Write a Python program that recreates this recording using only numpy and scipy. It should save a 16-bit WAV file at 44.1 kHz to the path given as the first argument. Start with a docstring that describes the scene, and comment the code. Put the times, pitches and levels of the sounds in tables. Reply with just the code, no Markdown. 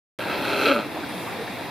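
"""A beach, with a sea lion near a camera microphone that starts abruptly.
The animal growls, as uneven noisy slaps of its folds ring in its throat, and the growl swells into
a short bark of wavering tones that sags in pitch. A faint far moan follows; dull echoes answer the voice.
Small waves wash over the sand throughout, as flickering bands of noise. Water laps among the rocks,
one drop chirps upward and spray hisses in a narrow band."""
import sys
import numpy as np
from scipy import signal
from scipy.io import wavfile
from scipy.ndimage import uniform_filter1d

SR = 44100
rng = np.random.default_rng(int(sys.argv[2]) if len(sys.argv) > 2 else 0)


def invert_db(level):
    """Linear amplitude ratio for a level in decibels (20 dB per decade), elementwise."""
    return 10 ** (np.asarray(level, dtype=float) / 20)


def digitize_waveform(pressure):
    """Quantize a signal to 16-bit integers and store it at the path in sys.argv[1].

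    Rows of a 2-D input are taken as channels; values are limited to [-1, 1].
    """
    field = np.atleast_2d(pressure).T
    bounded = np.clip(field, -1, 1)
    quanta = np.round(bounded * 32767).astype(np.int16)
    wavfile.write(sys.argv[1], SR, quanta)


N = 74970   # samples

# Growl over time: time_s, level_db, brightness_db_per_octave, chest_db (extra on the low resonances)
GROWL = [(.19, -46, 5.5, 12), (.22, -35, 0.5, -4), (.26, -40.5, 2.5, 5.5), (.32, -30.5, -3.5, -5.5),
         (.35, -42, 7, 9.5), (.42, -35.5, 0.5, 2), (.47, -31.5, 2, -3), (.51, -31.5, 1.5, -2.5),
         (.58, -30, 0.5, -1), (.64, -26.5, 1.5, -2.5), (.68, -21.5, 0.5, -7), (.725, -19.5, -4, -7),
         (.74, -27.5, 1.5, -12), (.77, -24, -10, -6.5), (.8, -31.5, -0.5, 0), (.825, -35.5, -5, 1),
         (.86, -44, -1, 0)]
# Motion of the folds: time_s, rate_slaps_per_s, timing_spread_periods, strength_spread_db,
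# roughness_0_to_1 (share of noise), alternation_db (up on one slap, down on the next)
FOLDS = [(.19, 130, .16, 2, .55, 2), (.3, 133, .08, 1.5, .45, 5), (.4, 136, .18, 2, .6, 1),
         (.63, 150, .2, 2, .62, 0), (.665, 190, .2, 1.8, .62, 0), (.69, 141, .06, 1.2, .45, 0),
         (.728, 135, .03, 1, .3, 0), (.75, 112, .03, 1, .25, 0), (.86, 98, .06, 1.5, .35, 0)]
# Throat resonances: centre_hz, width_hz, level_db, left_minus_right_db
THROAT = [(290, 110, -1.5, -0.5), (576, 99, 0, 3), (859, 71, -6, -0.5), (1319, 151, -2, -1.5),
          (1563, 202, -8, -0.5), (2080, 350, -17, -2), (2577, 380, -6.5, 0.5), (3160, 284, -8.5, -1),
          (4085, 355, -12.5, 1), (5590, 880, -38, -1.5)]
# Extra level of the throat resonance near 1.5 kHz: time_s, level_db
MOUTH = [(.19, 8), (.34, 5.5), (.42, 2), (.77, -5.5)]
# Voiced bark: time_s, pitch_hz, level_db
BARK = [(.5, 290, -44), (.59, 294.6, -41), (.63, 303.3, -46), (.655, 285.7, -30.5), (.68, 290.6, -28.5),
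        (.695, 284, -25.5), (.72, 269.8, -24.5), (.733, 265.3, -32), (.745, 236.4, -33.5),
        (.76, 233.3, -27.5), (.778, 222.6, -31), (.788, 217, -39), (.8, 214, -27), (.82, 213, -42)]
# Hum inside the growl: time_s, pitch_hz, level_db
HUM = [(.5, 405, -35.5), (.516, 412, -29.5), (.55, 411, -32), (.575, 407.7, -38.5), (.598, 401.4, -31),
       (.63, 421, -33.5), (.655, 418, -26.5), (.676, 473.5, -19.5), (.688, 455, -48), (.745, 480.7, -38),
       (.765, 436, -31), (.79, 418.7, -35)]
# Nearly level upper tone over the sagging bark: time_s, pitch_hz, level_db
RING = [(.655, 578, -31), (.68, 566, -28), (.692, 556, -24), (.72, 553, -25), (.736, 596, -26),
        (.748, 590, -30), (.762, 572, -29), (.775, 558, -29), (.786, 550, -43)]
# Faint far moan: time_s, pitch_hz, level_db
MOAN = [(.83, 288.7, -49), (.87, 299.1, -41.5), (1.0, 321.9, -40.5), (1.03, 306.5, -44), (1.07, 274.7, -47),
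        (1.1, 307, -40), (1.15, 290, -56)]
# Echoes off sand and rock: delay_s, left_db, right_db
ECHOES = [(.0031, -44, -16.5), (.0074, -12.5, -50), (.017, -19, -21)]
# Spectrum of the wash: frequency_hz, relative_density_db_per_hz
SURF = [(18, -66), (30, -53), (60, -14), (110, -4), (220, -2), (340, -1), (550, -5), (800, -1), (1250, -11),
        (1600, -9.5), (2600, -8.5), (3600, -13), (4600, -20.5), (6000, -34), (8000, -30), (10000, -30),
        (13000, -23.5), (15800, -38)]
# Loudness of the wash: time_s, level_db
SURF_LEVEL = [(.19, -32), (.5, -29), (.85, -33), (.97, -32.5), (1.03, -33), (1.15, -33), (1.23, -31.5),
              (1.45, -31.5), (1.7, -32.5)]
# Treble over the spectrum of the wash, carrying the animal's breath hiss as it rises during the growl: time_s,
# level_db, slope_db_per_octave
TREBLE = [(.19, 3.5, -2), (.37, 0.5, 3), (.45, 3.5, 0), (.52, 3, -1), (.62, 6.5, -3), (.67, 8.5, -4),
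          (.77, 2.5, -2), (.9, 0.5, -1), (1.07, 1.5, -1), (1.22, 4.5, -3), (1.3, 1, 0), (1.4, 0, -2),
          (1.7, 1.5, 1)]
# Left-right likeness of the wash: frequency_hz, correlation
LIKENESS = [(60, .05), (120, .45), (240, .9), (480, .84), (950, .8), (1890, .87), (3770, .75), (5500, .25),
            (7000, .1), (9000, .4), (15000, .35)]
# Stereo lean of the wash: frequency_hz, left_minus_right_db
LEAN = [(60, -2), (120, -1), (240, 0), (1000, .5), (5000, .3), (8000, -1.2), (15000, -2)]
# Hollow laps of water among the rocks: centre_s, pitch_hz, level_db, length_s (centre to 1/e)
LAPS = [(0.989, 268, -36, 0.0067), (0.965, 663, -35.5, 0.015), (0.966, 940, -39, 0.016),
        (1.038, 1490, -36, 0.013), (1.117, 898, -36, 0.022), (1.142, 730, -38, 0.017),
        (1.166, 182.3, -39, 0.025), (1.281, 1160, -37, 0.011), (1.413, 470, -34, 0.03)]
# Hiss of the spray: time_s, level_db
SPRAY = [(1.08, -73), (1.1, -53), (1.15, -51), (1.23, -58), (1.33, -64)]

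SLAP_S = .7283   # one slap falls here before its timing spread; the others follow from the rate
GATE_S = 0.007   # breath noise dies by 1/e in this time after each slap
STEADY_BREATH = .55   # noise that flows between the slaps, against the puffs, at full roughness
FLICKER_DB = 3   # spread of the flicker into each resonance, at full roughness
CHEST_HZ = 1000
EVEN_S, EVEN_SHARE = .035, .5   # averaging time; share of the loudness swings in dB taken out
SWELL_DB, LUMPS_DB = .5, 1.2   # shared and per-band flicker of the wash
TREBLE_HZ, TREBLE_MIDDLE_HZ = 5500, 9500   # where the treble begins; pivot of its slope
PORT_LAG_SAMPLES = 4   # the treble reaches the right microphone port this much earlier
LAP_WIDTH = .13   # width of a lap's first resonance as a share of its pitch
SPRAY_HZ, SPRAY_WIDTH_HZ = 9900, 920
DROP_S, DROP_HZ, DROP_RISE_HZ_PER_S, DROP_DB, DROP_LENGTH_S = 1.092, 9400, 38000, -40.5, 0.0035
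NOTCH_HZ, NOTCH_Q = 3003, 7
CUTOFF_HZ = 15950
START_S = .1883   # the sound is switched on here


def rms_one(x):
    """Scale to rms 1."""
    return x / np.sqrt(np.mean(x ** 2) + 1e-20)


def in_time(rows):
    """Columns of a table, after its times, at every sample."""
    s, *columns = np.transpose(rows)
    return [np.interp(np.arange(N) / SR, s, c) for c in columns]


def span(rows, fade_s):
    """Gain 1 inside a table's times, fading to 0 outside."""
    first, last = rows[0][0], rows[-1][0]
    return np.interp(np.arange(N) / SR, [first - fade_s, first, last, last + fade_s], [0, 1, 1, 0])


def at_hz(points, hz):
    """Read a spectrum table on a log frequency axis."""
    table_hz, value = np.transpose(points)
    return np.interp(np.log(hz), np.log(table_hz), value)


def drift(rate_hz):
    """Slow chance of spread 1: noise through two equal low-pass poles at rate_hz."""
    # made at every 40th sample, after 2000 values of settling
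    r = np.exp(-80 * np.pi * rate_hz / SR)
    noise = rng.standard_normal(N // 40 + 2002)
    slow = signal.lfilter([1], [1, -2 * r, r * r], noise)[2000:]
    return np.interp(np.arange(N) / 40, np.arange(len(slow)), rms_one(slow))


def resonance(x, hz, width_hz):
    """Two-pole peak of gain 1."""
    r = np.exp(-np.pi * width_hz / SR)
    poles = [1, -2 * r * np.cos(2 * np.pi * hz / SR), r * r]
    return signal.lfilter([(1 - r * r) / 2, 0, (r * r - 1) / 2], poles, x)


def pan(db):
    """Left and right gains, db apart."""
    return invert_db(np.array([[db / 2], [-db / 2]]))


def evened(x):
    """Breath pressure evens the loudness: part of its slow swings is divided out."""
    power = uniform_filter1d(x * x, size=int(EVEN_S * SR)) / np.mean(x * x)
    return x / (np.maximum(power, 0) + 1e-3) ** (EVEN_SHARE / 2)


def folds():
    """Uneven slaps of the folds, each with a dying puff of breath noise, over a steadier breath."""
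    rate, jitter, spread_db, rough, step_db = in_time(FOLDS)
    cycles = np.cumsum(rate) / SR
    even = np.flatnonzero(np.diff(np.floor(cycles - cycles[int(SLAP_S * SR)])))
    timing, strength = rng.standard_normal((400, 2))[:len(even)].T
    at = np.clip(even + jitter[even] * timing * SR / rate[even], 0, N - 1).astype(int)
    slap_db = spread_db[at] * strength + step_db[at] * (-1) ** np.arange(len(at))
    slaps = np.zeros(N)
    slaps[at] = invert_db(slap_db) / np.sqrt(rate[at])
    r = np.exp(-1 / (GATE_S * SR))
    puffs = signal.lfilter([np.sqrt(1 - r * r)], [1, -r], slaps + 1e-18)
    breath = (puffs + STEADY_BREATH * rough * np.std(puffs)) * rng.standard_normal(N)
    return np.sqrt(1 - rough) * slaps + np.sqrt(rough) * breath, rough


def growl():
    """The slaps and breath of the folds ring in parallel throat resonances of alternating sign."""
    level_db, tilt_db, chest_db = in_time(GROWL)
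    mouth_db, = in_time(MOUTH)
    source, rough = folds()
    middle_hz, middle_width_hz = THROAT[3][:2]
    scale = np.std(resonance(source, middle_hz, middle_width_hz))
    out = 0
    for k, (hz, width_hz, db, pan_db) in enumerate(THROAT):
        flickering = source * invert_db(FLICKER_DB * rough * drift(95))
        ringing = resonance(flickering, hz, width_hz)
        ringing = evened(resonance(ringing, hz, 2.7 * width_hz))
        colour_db = chest_db if hz < CHEST_HZ else tilt_db * np.log2(hz / THROAT[0 + 3][0])
        if k == 4:   # the resonance near 1.5 kHz
            colour_db = colour_db + mouth_db
        out = out + (-1) ** k * ringing * invert_db(db + colour_db) * pan(pan_db)
    return out / scale * invert_db(level_db) * span(GROWL, 0.017)


def tone(rows, waver, flutter_db, pan_db):
    """A sine whose pitch wavers by a share of itself and whose level flutters."""
    hz, level_db = in_time(rows)
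    phase = 2 * np.pi * np.cumsum(hz * (1 + waver * drift(28.3))) / SR
    gain = invert_db(level_db + flutter_db * drift(51)) * span(rows, 0.0071)
    return np.sqrt(2) * np.sin(phase) * gain * pan(pan_db)


def beach(x):
    """A few dull echoes off sand and rock, unlike on each side."""
    dull = signal.lfilter([.4], [1, -.6], x.mean(axis=0))
    out = x
    for k, (delay_s, left_db, right_db) in enumerate(ECHOES):
        gains = invert_db(np.array([[left_db], [right_db]]))
        sign = [[1], [(-1) ** k]]   # every second echo is turned over on the right
        out = out + gains * np.roll(dull, int(delay_s * SR)) * sign
    return out


def spray():
    """A rising chirp of one drop, with a narrow fizzing hiss."""
    t = np.arange(N) / SR - DROP_S
    cycles = DROP_HZ * t + DROP_RISE_HZ_PER_S * t * t / 2
    drop = invert_db(DROP_DB) * np.exp(-(t / DROP_LENGTH_S) ** 2) * np.sin(2 * np.pi * cycles)
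    hiss = resonance(rng.standard_normal((2, N)), SPRAY_HZ, SPRAY_WIDTH_HZ)
    hiss = resonance(hiss, SPRAY_HZ, SPRAY_WIDTH_HZ)
    fizz_db = in_time(SPRAY)[0] + 2.5 * drift(40)
    return drop + rms_one(hiss) * invert_db(fizz_db) * span(SPRAY, .02)


def laps():
    """Each lap is a soft swell of noise in a hollow of its own pitch."""
    t, out = np.arange(N) / SR, 0
    for centre_s, hz, db, length_s in LAPS:
        hollow = resonance(rng.standard_normal(N), hz, LAP_WIDTH * hz)
        hollow = resonance(hollow, hz, 2 * LAP_WIDTH * hz)
        out = out + invert_db(db) * np.exp(-((t - centre_s) / length_s) ** 2) * rms_one(hollow)
    return out


def surf(patchy_db, lumpy_db):
    """Third-octave bands of wash, each with its own flicker, lean and likeness; the treble bands also carry the
    breath hiss of the growl."""
    out, together, edges = 0, drift(4), 25 * 2 ** np.arange(0, 9.5, 1 / 3)
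    white = rng.standard_normal((2, 2, N))   # neighbouring bands use different noise
    treble_db, slope_db = in_time(TREBLE)
    for k, (low, high) in enumerate(zip(edges, edges[1:])):
        band = signal.butter(2, [low, high], "band", fs=SR, output="sos")
        mid, side = signal.sosfilt(band, white[k % 2])
        hz = np.sqrt(low * high)
        is_treble = hz > TREBLE_HZ
        alike = np.clip(at_hz(LIKENESS, hz), -1, 1)
        band_db = at_hz(SURF, hz) + patchy_db * together + lumpy_db * drift(17.0)
        band_db = band_db + is_treble * (treble_db + slope_db * np.log2(hz / TREBLE_MIDDLE_HZ))
        left, right = np.sqrt(1 + alike) * mid + np.sqrt(1 - alike) * side * [[1], [-1]]
        right = np.roll(right, -PORT_LAG_SAMPLES * is_treble)
        out = out + invert_db(band_db) * pan(at_hz(LEAN, hz)) * [left, right]
    # levelled on the second half
    return out / np.std(out[:, N // 2:]) * invert_db(in_time(SURF_LEVEL)[0])


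def scene():
    """Sea lion with echoes over surf, laps and spray."""
    bark = tone(BARK, waver=.006, flutter_db=.9, pan_db=.6)
    ring = tone(RING, waver=.018, flutter_db=2, pan_db=1.5)
    moan = tone(MOAN, waver=.025, flutter_db=4.5, pan_db=.2)
    hum = tone(HUM, waver=.007, flutter_db=1.2, pan_db=1.5)
    voice = growl() + bark + ring + moan + hum
    return beach(voice) + surf(SWELL_DB, LUMPS_DB) + laps() + spray()


def top_cut(x):
    """Nothing passes above the cut-off."""
    return signal.sosfilt(signal.butter(12, 16310, fs=SR, output="sos"), x)


def record(dry):
    """The camera microphone: a narrow notch, a cut top and an abrupt start."""
    notched = signal.lfilter(*signal.iirnotch(NOTCH_HZ, NOTCH_Q, SR), dry)
    low_pass = signal.cheby2(24, 70, CUTOFF_HZ, fs=SR, output="sos")
    cut = signal.sosfilt(low_pass, notched)
    started = np.arange(N) >= START_S * SR
    return top_cut(cut * started)


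dry = scene()
out = record(dry)
digitize_waveform(out)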